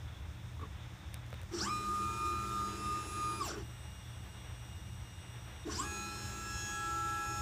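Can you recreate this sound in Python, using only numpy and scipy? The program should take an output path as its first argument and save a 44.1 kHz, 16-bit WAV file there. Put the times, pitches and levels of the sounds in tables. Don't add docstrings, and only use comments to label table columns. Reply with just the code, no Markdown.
import sys
import numpy as np
from scipy import signal
from scipy.fft import rfft, irfft, next_fast_len
from scipy.io import wavfile
from scipy.ndimage import uniform_filter1d, map_coordinates

SR = 44100
rng = np.random.default_rng(int(sys.argv[2]) if len(sys.argv) > 2 else 0)


def dump_mix(stems):
    frames = np.atleast_2d(stems).T
    limited = np.clip(frames, -1, 1)
    pcm = np.round(limited * 32767).astype(np.int16)
    wavfile.write(sys.argv[1], SR, pcm)


def how_loud(loudness_db):
    steps = np.asarray(loudness_db, float) / 20
    return 10 ** steps


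N = 326781
HOP = 32

# (start [s], full speed [s], braking [s], stop [s])
MOVES = [
    (1.507, 1.717, 3.385, 3.588),
    (5.65, 5.856, 9, 9.2),
]
# (share of direct, beat rate [Hz], in step at [s])
FIRST_STRONG = [
    [(1223.3, -46.6, -2.2), (0.32, -2.69, 2.56), (0.22, 2.41, 2.785), (0.53, 3.19, 2.304)],
    [(2446.5, -62.6, -7.4), (1.0, 0.76, 2.336), (0.4, 1.63, 2.24), (0.9, 0.46, 3.415)],
    [(9786.5, -69.1, 7.1), (0.34, 0.81, 2.06), (0.17, 3.29, 2.533), (0.2, 4.58, 2.444)],
    [(4893.2, -72.0, 8.0), (0.25, -1.86, 2.77), (0.35, 1.17, 2.705), (0.12, 4.05, 2.439)],
    [(1333.3, -58.3, -6.5), (0.7, -0.85, 2.428), (0.27, 1.71, 2.008), (0.24, 1.07, 2.474)],
    [(5333.2, -70.1, -6.8), (0.84, 1.21, 2.225), (0.31, 3.17, 2.589), (1.0, 0.9, 2.758)],
    [(3999.9, -73.8, -2.5), (0.28, -2.33, 2.686), (0.98, -3.33, 2.347), (0.97, -1.47, 2.463)],
    [(2666.6, -70.9, 6.6), (0.52, 1.52, 2.286), (0.21, 3.25, 2.584), (0.28, 0.84, 2.998)],
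    [(6666.6, -71.4, 4.4), (0.65, -1.93, 2.144), (0.15, 1.25, 2.704), (0.45, 3.57, 2.408)],
    [(7999.9, -74.3, -4.5), (0.98, 2.27, 2.262), (0.34, -0.67, 3.05), (1.0, 2.41, 2.498)],
    [(3669.9, -73.1, 3.3), (0.5, -3.58, 2.289), (0.47, 0.63, 2.384), (0.64, 2.91, 2.554)],
]
SECOND_STRONG = [
    [(833.3, -62.0, 2.1), (0.87, 0.63, 7.175), (0.26, 2.51, 6.701), (0.33, -1.82, 6.83)],
    [(1666.7, -56.7, 0.2), (0.67, -0.72, 6.903), (0.4, -1.95, 6.192), (0.24, 2.43, 6.382)],
    [(6666.6, -61.3, -0.9), (0.58, 1.2, 6.672), (0.62, -1.13, 6.649), (0.79, -3.08, 6.976)],
    [(3333.3, -70.6, 5.7), (0.86, 0.95, 6.667), (0.33, 1.81, 6.649), (0.78, -1.13, 6.758)],
    [(1333.3, -53.5, 3.6), (0.57, -2.06, 6.483), (0.88, -1.05, 6.209), (0.95, -0.75, 6.888)],
    [(2500, -65.7, -4.1), (0.92, -0.51, 5.633), (0.17, 3.32, 6.667), (0.47, 1.74, 6.654)],
    [(2666.7, -68.2, 7.2), (0.1, 3.04, 6.858), (0.86, 0.57, 6.448), (0.55, -1.13, 6.622)],
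    [(5333.2, -68.5, -1.4), (1.0, -0.82, 6.49), (0.66, 2.67, 6.563), (0.94, 1.61, 6.619)],
    [(4000, -74.7, -8.0), (0.53, -3.02, 6.96), (0.71, 1.89, 6.609), (0.44, -3.81, 6.327)],
    [(4166.7, -72.9, -8.0), (0.92, -1.9, 7.08), (1.0, -1.72, 7.39), (0.29, 2.85, 6.862)],
    [(5833.3, -73.6, -0.0), (0.66, 1.91, 6.653), (1.0, -0.88, 6.659), (0.35, -1.68, 6.679)],
    [(7500, -70.0, 0.7), (0.19, 3.45, 6.828), (0.83, 0.84, 6.527), (0.47, -1.73, 6.4)],
    [(8000, -72.3, -0.9), (0.66, -0.8, 6.738), (0.32, -3.49, 6.486), (0.76, 1.34, 6.752)],
    [(7111, -73.9, 7.2), (0.99, 0.83, 6.734), (0.59, -3.42, 6.442), (1.0, -0.92, 6.215)],
]
# (levels speeding up [dB], levels braking [dB])
LOADED = [
    [(-42.5, -57.5, -64, -70, -53, -62, -65, -65, -66, -64, -61),
     (-41, -58.5, -67.5, -70, -49, -57, -60, -62, -80, -74, -59)],
    [(-69, -64, -62, -61, -47, -71, -60.5, -61.5, -71, -66.5, -73, -76, -79, -74, -65), [-60] * 15],
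]
# (pitch [Hz], level [dB rms])
WEAK_TONES = [
    [(917, -62.0), (1664, -72.0), (5821, -72.5), (6169, -76.5), (7060, -74.0), (7154, -68.5), (7328, -73.0),
     (8485, -77.5), (8564, -75.5), (8659, -81.0), (9176, -76.0), (9990, -80.5), (10094, -82.0),
     (10326, -82.0), (10399, -83.5)],
    [(1042, -71.5), (1250, -66.5), (2300, -74.0), (2917, -74.5), (3112, -70.5), (3669, -71.0),
     (4668, -77.5), (4778, -77.0), (5000, -71.5), (5133, -76.5), (6465, -71.5), (6875, -73.5),
     (7068, -73.0), (8333, -71.0), (8447, -72.5), (8667, -76.0), (9166, -71.5), (9334, -83.5),
     (9374, -88.0), (9561, -86.5), (9780, -77.5), (9998, -77.5), (10198, -87.5), (10333, -82.5)],
]
# (pitch [Hz], level [dB rms])
LOW_TONES = [
    [(305.8, -65), (198.5, -55.5)],
    [(405, -65.5), (203.2, -60.5)],
]
# (pitch [Hz], level [dB rms])
FAINT_TONES = [
    [(10657, -77.0), (11010, -77.5), (11323, -82.0), (11484, -87.5), (11659, -81.5), (11991, -82.0),
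     (12236, -87.5), (12324, -82.0), (12791, -89.0), (12992, -82.0), (13324, -87.5), (13459, -91.0),
     (13655, -83.0), (13765, -88.5), (14070, -86.5), (14323, -83.5), (14817, -87.0), (14990, -86.0),
     (15287, -91.0)],
    [(10665, -79.0), (10832, -86.5), (10999, -84.0), (11111, -80.5), (11332, -75.0), (11665, -75.5),
     (11867, -85.0), (11999, -81.0), (12111, -84.5), (12334, -79.5), (12498, -87.5), (12665, -84.0),
     (12779, -87.0), (13000, -82.0), (13120, -87.0), (13333, -82.0), (13445, -85.5), (13664, -78.5),
     (13746, -86.5), (14113, -86.0), (14167, -88.5), (14336, -80.0), (14577, -85.0), (14782, -78.5),
     (14998, -79.5), (15207, -81.5)],
]
MICROSTEP_HZ = [
    [19573, 21333, 10666.6],
    [13333, 21333, 10666.6],
]
# (speeding up [dB], braking [dB])
MICROSTEP_DB = [
    [(-80, -69), (-87, -78), (-73, -74)],
    [(-76, -76), (-78, -80), (-62, -68)],
]
# (centre [Hz], width [Hz], level [dB])
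FRAME = [(345, 17, -15), (1157, 330, 5), (1593, 163, 8.5), (2930, 1300, -1.5), (4730, 330, 4.5),
         (5150, 220, 7), (6030, 250, 3), (7300, 660, 3), (8480, 420, -5), (10700, 1210, -11)]
# (rumble [dB], whir [dB], hiss [dB], rattle at peak thrust [dB], starting jolt [dB])
ROLL = [
    (-51, -56.5, -56, -43, 1),
    (-58, -58, -56, -48, 11.5),
]
# (centre [Hz], width [Hz], level [dB])
BED = [(200, 10, -4), (305, 25, -5), (348, 16, 1), (400, 18, -5), (440, 25, -11), (260, 80, -17)]
# (centre [Hz], width [Hz], level [dB])
MOUNTS = [(4500, 570, -11.5), (5560, 95, 0.5), (5970, 34, 2), (7200, 480, -11.5), (8360, 350, -16)]
# (frequency [Hz], density [dB/Hz])
WHIR = [(300, -40), (480, -8), (900, -1), (1200, 2), (1600, 0.5), (2200, -9.5), (3000, -4), (4200, -23),
        (5500, -24)]
# (frequency [Hz], density [dB/Hz])
HISS = [(2500, -17), (3800, -1.5), (4600, -4), (5600, -3.5), (6500, -2), (7300, 0.5), (8600, -4.5),
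        (10200, -9), (12500, -13.5), (15600, -15.5)]
# (time [s], peak [dB], pitch [Hz], t60 [s])
KNOCKS = [(1.517, -68, 345, 0.09), (1.536, -32.5, 345, 0.18), (1.585, -40, 318, 0.078),
          (1.614, -31.5, 335, 0.056), (1.625, -38.5, 201, 0.38), (3.538, -44, 1505, 0.086),
          (3.569, -38, 403, 0.13), (5.678, -40, 662, 0.05), (5.694, -34, 1080, 0.038),
          (5.649, -43, 388, 0.072), (5.674, -30.5, 400, 0.053)]
# (pitch [Hz], level [dB rms])
CHOPPER = [(2844, -69.5), (5700, -72), (8550, -71.5), (14223, -92), (7840, -75.5), (10707, -82.5),
           (13550, -79)]
# (pitch [Hz], level [dB rms])
EARLY_WHINE = [(8300, -81.5), (11800, -91), (3700, -92), (15190, -89)]
# (time [s], peak [dB], ring pitch [Hz], thud [dB])
JOG = [
    (0.5664, -52, 930, -13),
    (0.5941, -43, 1130, -11),
    (0.613, -41.5, 1146, -8),
    (0.626, -41, 1195, -5.5),
    (0.6336, -35, 1120, -15),
    (0.6497, -51, 1040, -1),
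]
# (time [s], peak [dB], body [dB], brightness [dB])
CLICKS = [
    (1.143, -32.5, -16, -1),
    (1.2644, -54, -15, -2),
    (1.3047, -56, -15, 0),
    (1.329, -45.5, 11.5, -9),
    (1.342, -44, 2, -13),
    (1.416, -45, -14, -5),
    (1.433, -54, 7, 2),
]
# (time [s], level [dB])
RUMBLE = [(0.0, -52), (0.6, -49.5), (0.82, -52), (4.58, -53), (4.75, -50.5), (5.24, -54.5), (6.79, -51),
          (7.0, -54), (7.41, -48.5)]
# (frequency [Hz], density [dB/Hz])
LOWS = [(15, -20), (28, -26), (40, -10.5), (56, -4), (76, 4), (84, 3.5), (100, -1.5), (130, -8.5),
        (150, -11.5), (190, -10), (240, -24), (330, -20), (450, -50)]
# (frequency [Hz], density [dB/Hz])
FAN = [(150, -52), (250, -9.5), (315, -6), (378, -8.5), (825, -7), (910, -7.5), (1540, -8), (2690, -11.5),
       (2930, -13.5), (3110, -15), (3610, -10.5), (4600, -30.5), (5980, -83), (10100, -120)]
# (centre [Hz], width [Hz], level [dB])
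HOUSING = [(852, 37, 2.5), (3404, 85, 0), (3683, 100, -2.5)]
# (frequency [Hz], density [dB/Hz])
TOP = [(2350, -48), (4000, -11), (4830, -7), (5410, -1), (6990, -6), (7190, -7), (8880, -13.5), (9780, -15),
       (11000, -19), (15600, -19)]
# (frequency [Hz], density [dB/Hz])
TOP_AWAY = [(2500, -34), (4000, -6.5), (5000, -9), (5700, 1), (6800, -9.5), (8500, -5.5), (9300, -14.5),
            (10400, -20.5), (12500, -14.5), (13700, -29), (14300, -34), (15300, -38)]
# (frequency [Hz], t60 [s])
SHOP = [(200, .25), (1500, .2), (6000, .15), (12000, .1)]
# (frequency [Hz], margin [dB])
MASKED = [(5500, -40), (6800, -2.8), (8300, -3.2), (9400, -1.3), (10300, -1.4), (11300, -2.2),
          (12500, -1.7), (14500, -1.6)]


def motors(move, strong_hz, strong_db, loaded, tones, microsteps):
    share = speed(*move)
    on = np.flatnonzero(share > 0)
    ramp = np.clip(16 * (1 - share), 0, 1)
    jitter = 0.00032 * wobble(40) + 0.015 * ramp * wobble(160)
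    turns = np.cumsum(share * (1 + jitter))[on] / SR
    at, pace, load = np.arange(0, N, HOP), share[::HOP], ramp[::HOP]
    braking = at / SR > move[2]
    grid = np.arange(0, SR / 2, 10)
    frame = abs(resonant(FRAME)(grid)) + how_loud(-57)

    orders = []
    for hz, db, up_db, down_db in zip(strong_hz, strong_db, *loaded):
        orders.append((hz, (1 - load) * db + load * np.where(braking, down_db, up_db)))
    for hz, db in tones:
        orders.append((hz, drifting(db - 3 - 5.5 * load, pace == 1)))
    for hz, (up_db, down_db) in microsteps:
        orders.append((hz, np.where(braking, down_db, up_db) - 40 * (1 - load)))

    out = np.zeros(N)
    for hz, db in orders:
        colour = np.interp(hz * pace, grid, frame) / np.interp(hz, grid, frame)
        db = db + load * (5.5 * wobble(45, HOP) - 0.5)
        level = np.interp(on, at, how_loud(db + 6.5) * colour * pace ** 0.82)
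        out[on] += level * np.sin(2 * np.pi * (hz * turns + rng.random()))
    return (1 - ramp) * out + echoes(ramp * out, wet=0.31)


def speed(start, full, brake, stop):
    t = np.arange(N) / SR
    u = np.clip(np.minimum((t - start) / (full - start), (stop - t) / (stop - brake)), 0, 1)
    return u * u * (3 - 2 * u)


def swells(move, tones):
    t = np.arange(0, N, HOP) / SR
    middle = (move[1] + min(move[2], N / SR)) / 2
    levels = []
    for (hz, db, drift), *reflections in tones:
        total = 1
        for share, beat_hz, in_step_s in reflections:
            total = total + share * np.exp(2j * np.pi * beat_hz * (t - in_step_s))
        beats_db = 20 * np.log10(abs(total) + 0.01)
        levels.append(1.9 + db + drift * (t - middle) + beats_db)
    return levels


def drifting(db, moving):
    swing = np.clip(9 * wobble(5, HOP), -14, 4)
    return db + swing - 10 * np.log10(np.mean(how_loud(2 * swing[moving])))


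def carriages():
    out, t = np.zeros(N), np.arange(N) / SR
    for move, (rumble_db, whir_db, hiss_db, rattle_db, jolt_db) in zip(MOVES, ROLL):
        start, _, brake, stop = move
        share = speed(*move)
        crawl = 1 - share
        thrust = (4 * share * crawl) ** 0.99
        braking = t > brake
        gate = np.interp(t, [start, start + 0.023, stop + 0.024, stop + 0.092], [0, 1, 1, 0])
        gate = gate * how_loud(-3 * braking * crawl - 70 * np.clip(t - stop, 0, 1))

        jolt = jolt_db * np.exp(-abs(t - start) / 0.27)
        rumble = unit(filtered(rng.standard_normal(N), lambda f: resonant(BED)(f) * (f < 480)))
        rumble = how_loud(rumble_db + (4.5 + 1.5 * braking) * crawl + jolt) * rumble
        whir = how_loud(whir_db + 5 * crawl ** 3) * rush(WHIR, flutter_db=1)
        hiss_level = hiss_db + 3.5 * thrust - 8.5 * crawl ** 2 + 0.22 * wobble(6)
        hiss = how_loud(hiss_level) * rush(HISS, flutter_db=1)
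        rattle = unit(filtered(rng.standard_normal(N) * how_loud(2.4 * wobble(90)), resonant(MOUNTS)))
        rattle = how_loud(rattle_db - 3.5 * braking + 11.5 * (thrust - 1)) * np.clip(4 * crawl, 0, 1) * rattle
        out += gate * (rumble + whir + hiss + rattle)
    return out + knocks()


def knocks():
    out, t = np.zeros(N), np.arange(SR // 5) / SR
    for s, db, hz, t60 in KNOCKS:
        envelope = how_loud(db + 1.5 - 60 * t / t60) * (1 - np.exp(-t / 0.0026))
        out[round(s * SR):][:len(t)] += envelope * np.sin(2 * np.pi * hz * t)
    return out


def drivers():
    t = np.arange(N) / SR
    held = np.interp(t, [3.6, 3.65, 5.64, 5.66], [0, 1, 1, 0])
    drift = np.cumsum(1 + 0.00086 * wobble(9)) / SR

    def whistle(lines):
        return sum(how_loud(db + 5 + 1.5 * wobble(15)) * np.sin(2 * np.pi * hz * drift) for hz, db in lines)

    return held * whistle(CHOPPER) + (t < MOVES[0][0]) * whistle(EARLY_WHINE)


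def jog():
    out, t = np.zeros(N), np.arange(SR // 10) / SR
    thud = np.sin(2 * np.pi * 440 * t) + 0.82 * np.sin(2 * np.pi * 285 * t)
    for s, db, hz, thud_db in JOG:
        attack = (1 - np.exp(-t / 0.0029)) * how_loud(db + 4.5)
        ring = how_loud(-60 * t / 0.033) * np.sin(2 * np.pi * hz * t)
        out[round(s * SR):][:len(t)] += attack * (ring + how_loud(thud_db - 60 * t / 0.069) * thud)
    return out


def clicks():
    out, t = np.zeros(N), np.arange(2000) / SR
    body = resonant([(534, 99, 2.5), (1340, 500, -6.5)])
    for s, db, body_db, bright_db in CLICKS:
        snap = np.sign(rng.standard_normal(len(t))) * how_loud(db - 0.5 - 60 * t / 0.0015)
        snap += how_loud(db + 15) * (t == 0)
        push = how_loud(db + body_db + 30.5) * (t == 0)
        shell = resonant([(2400, 1000, -bright_db), (4540, 920, 1.4), (9300, 5200, 2.5 + bright_db)])
        out[round(s * SR):][:len(t)] += filtered(snap, shell) + filtered(push, body)
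    return out


def workshop():
    t = np.arange(N) / SR
    rumble_db, = curves(RUMBLE)
    rumble = how_loud(rumble_db + 4) * rush(LOWS, flutter_db=0)
    fan = how_loud(-58 + 1.1 * wobble(2.22)) * rush(FAN, flutter_db=1)
    housing = sum(how_loud(3.2 * wobble(12)) * filtered(rng.standard_normal(N), resonant([mode])) for mode in HOUSING)
    facing = how_loud(-68.5) * rush(TOP, flutter_db=1)
    away = how_loud(-66) * rush(TOP_AWAY, flutter_db=0)
    top = np.where(t < 1.5, facing, away)
    return rumble + pump() + fan + how_loud(-67) * unit(housing) + top


def pump():
    t = np.arange(N) / SR - 0.04
    turn = 2 * np.pi * 117.55 * t + 0.52 * wobble(2.97)
    hum = how_loud(0.98 * wobble(2.17)) * np.sin(turn) + how_loud(-6) * np.sin(turn / 2)
    mains = how_loud(-4.5 + 0.54 * wobble(2.02)) * np.sin(2 * np.pi * 119.99 * t)
    return how_loud(-50.9) * (hum + mains)


def echoes(x, wet):
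    hz, t, z = signal.stft(rng.standard_normal(SR // 3), SR, nperseg=256)
    t60 = np.interp(hz, *np.transpose(SHOP))[:, None]
    tail = signal.istft(z * how_loud(-60 * t / t60), SR, nperseg=256)[1]
    tail = tail / np.linalg.norm(tail)
    return np.sqrt(1 - wet) * x + np.sqrt(wet) * signal.fftconvolve(x, tail)[:N]


def rush(points, flutter_db):
    hz, db = np.transpose(points)
    noise = rng.standard_normal(N) * how_loud(flutter_db * wobble(25))
    return unit(filtered(noise, lambda f: how_loud(np.interp(np.log(f + 1), np.log(hz), db))))


def resonant(modes):
    def response(f):
        total = 0
        for k, (centre, width, db) in enumerate(modes):
            peak = 1j * f * width / (centre * centre - f * f + 1j * f * width)
            total = total + (-1) ** k * how_loud(db) * peak
        return total
    return response


def filtered(x, response):
    m = next_fast_len(len(x) + 8192)
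    return irfft(rfft(x, m) * response(np.fft.rfftfreq(m, 1 / SR)), m)[:len(x)]


def wobble(rate, hop=1):
    coarse = np.arange(0, N + 64, 64)
    knots = rng.standard_normal(int(N * rate / SR) + 4)
    return np.interp(np.arange(0, N, hop), coarse, map_coordinates(knots, [coarse * rate / SR]))


def curves(rows):
    s, *cols = np.transpose(rows)
    return [np.interp(np.arange(N) / SR, s, c) for c in cols]


def unit(x):
    return x / np.sqrt(np.mean(x ** 2) + 1e-20)


def scene():
    strong_hz, strong_db = [], []
    for move, tones in zip(MOVES, (FIRST_STRONG, SECOND_STRONG)):
        strong_hz.append([row[0][0] for row in tones])
        strong_db.append(swells(move, tones))
    strong_hz[1].append(333.3)
    strong_db[1].append(strong_db[1][4] - 17.5)

    mix = carriages() + drivers() + jog() + clicks() + workshop()
    for k, move in enumerate(MOVES):
        tones = [*WEAK_TONES[k], *LOW_TONES[k], *FAINT_TONES[k]]
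        microsteps = zip(MICROSTEP_HZ[k], MICROSTEP_DB[k])
        mix = mix + motors(move, strong_hz[k], strong_db[k], LOADED[k], tones, microsteps)
    return mix[None]


def masking(x):
    hz, _, z = signal.stft(x, SR, nperseg=1024)
    level_db = uniform_filter1d(20 * np.log10(abs(z) + 1e-9), size=7, axis=1)
    patch = uniform_filter1d(level_db, size=4, axis=0)
    around = uniform_filter1d(level_db, size=30, axis=0)
    covered = patch < around + np.interp(hz, *np.transpose(MASKED))[:, None]
    faint = (patch < -105.5) & (hz > 13750)[:, None]
    return signal.istft(np.where(covered | faint, 0.05, 1) * z, SR, nperseg=1024)[1][:N]


def top_cut(x):
    return signal.sosfilt(signal.butter(12, 15990, fs=SR, output="sos"), x)


def record(dry):
    band = filtered(dry[0], lambda f: f < 15330)
    return top_cut(masking(band)[None])


dry = scene()
out = record(dry)
dump_mix(out)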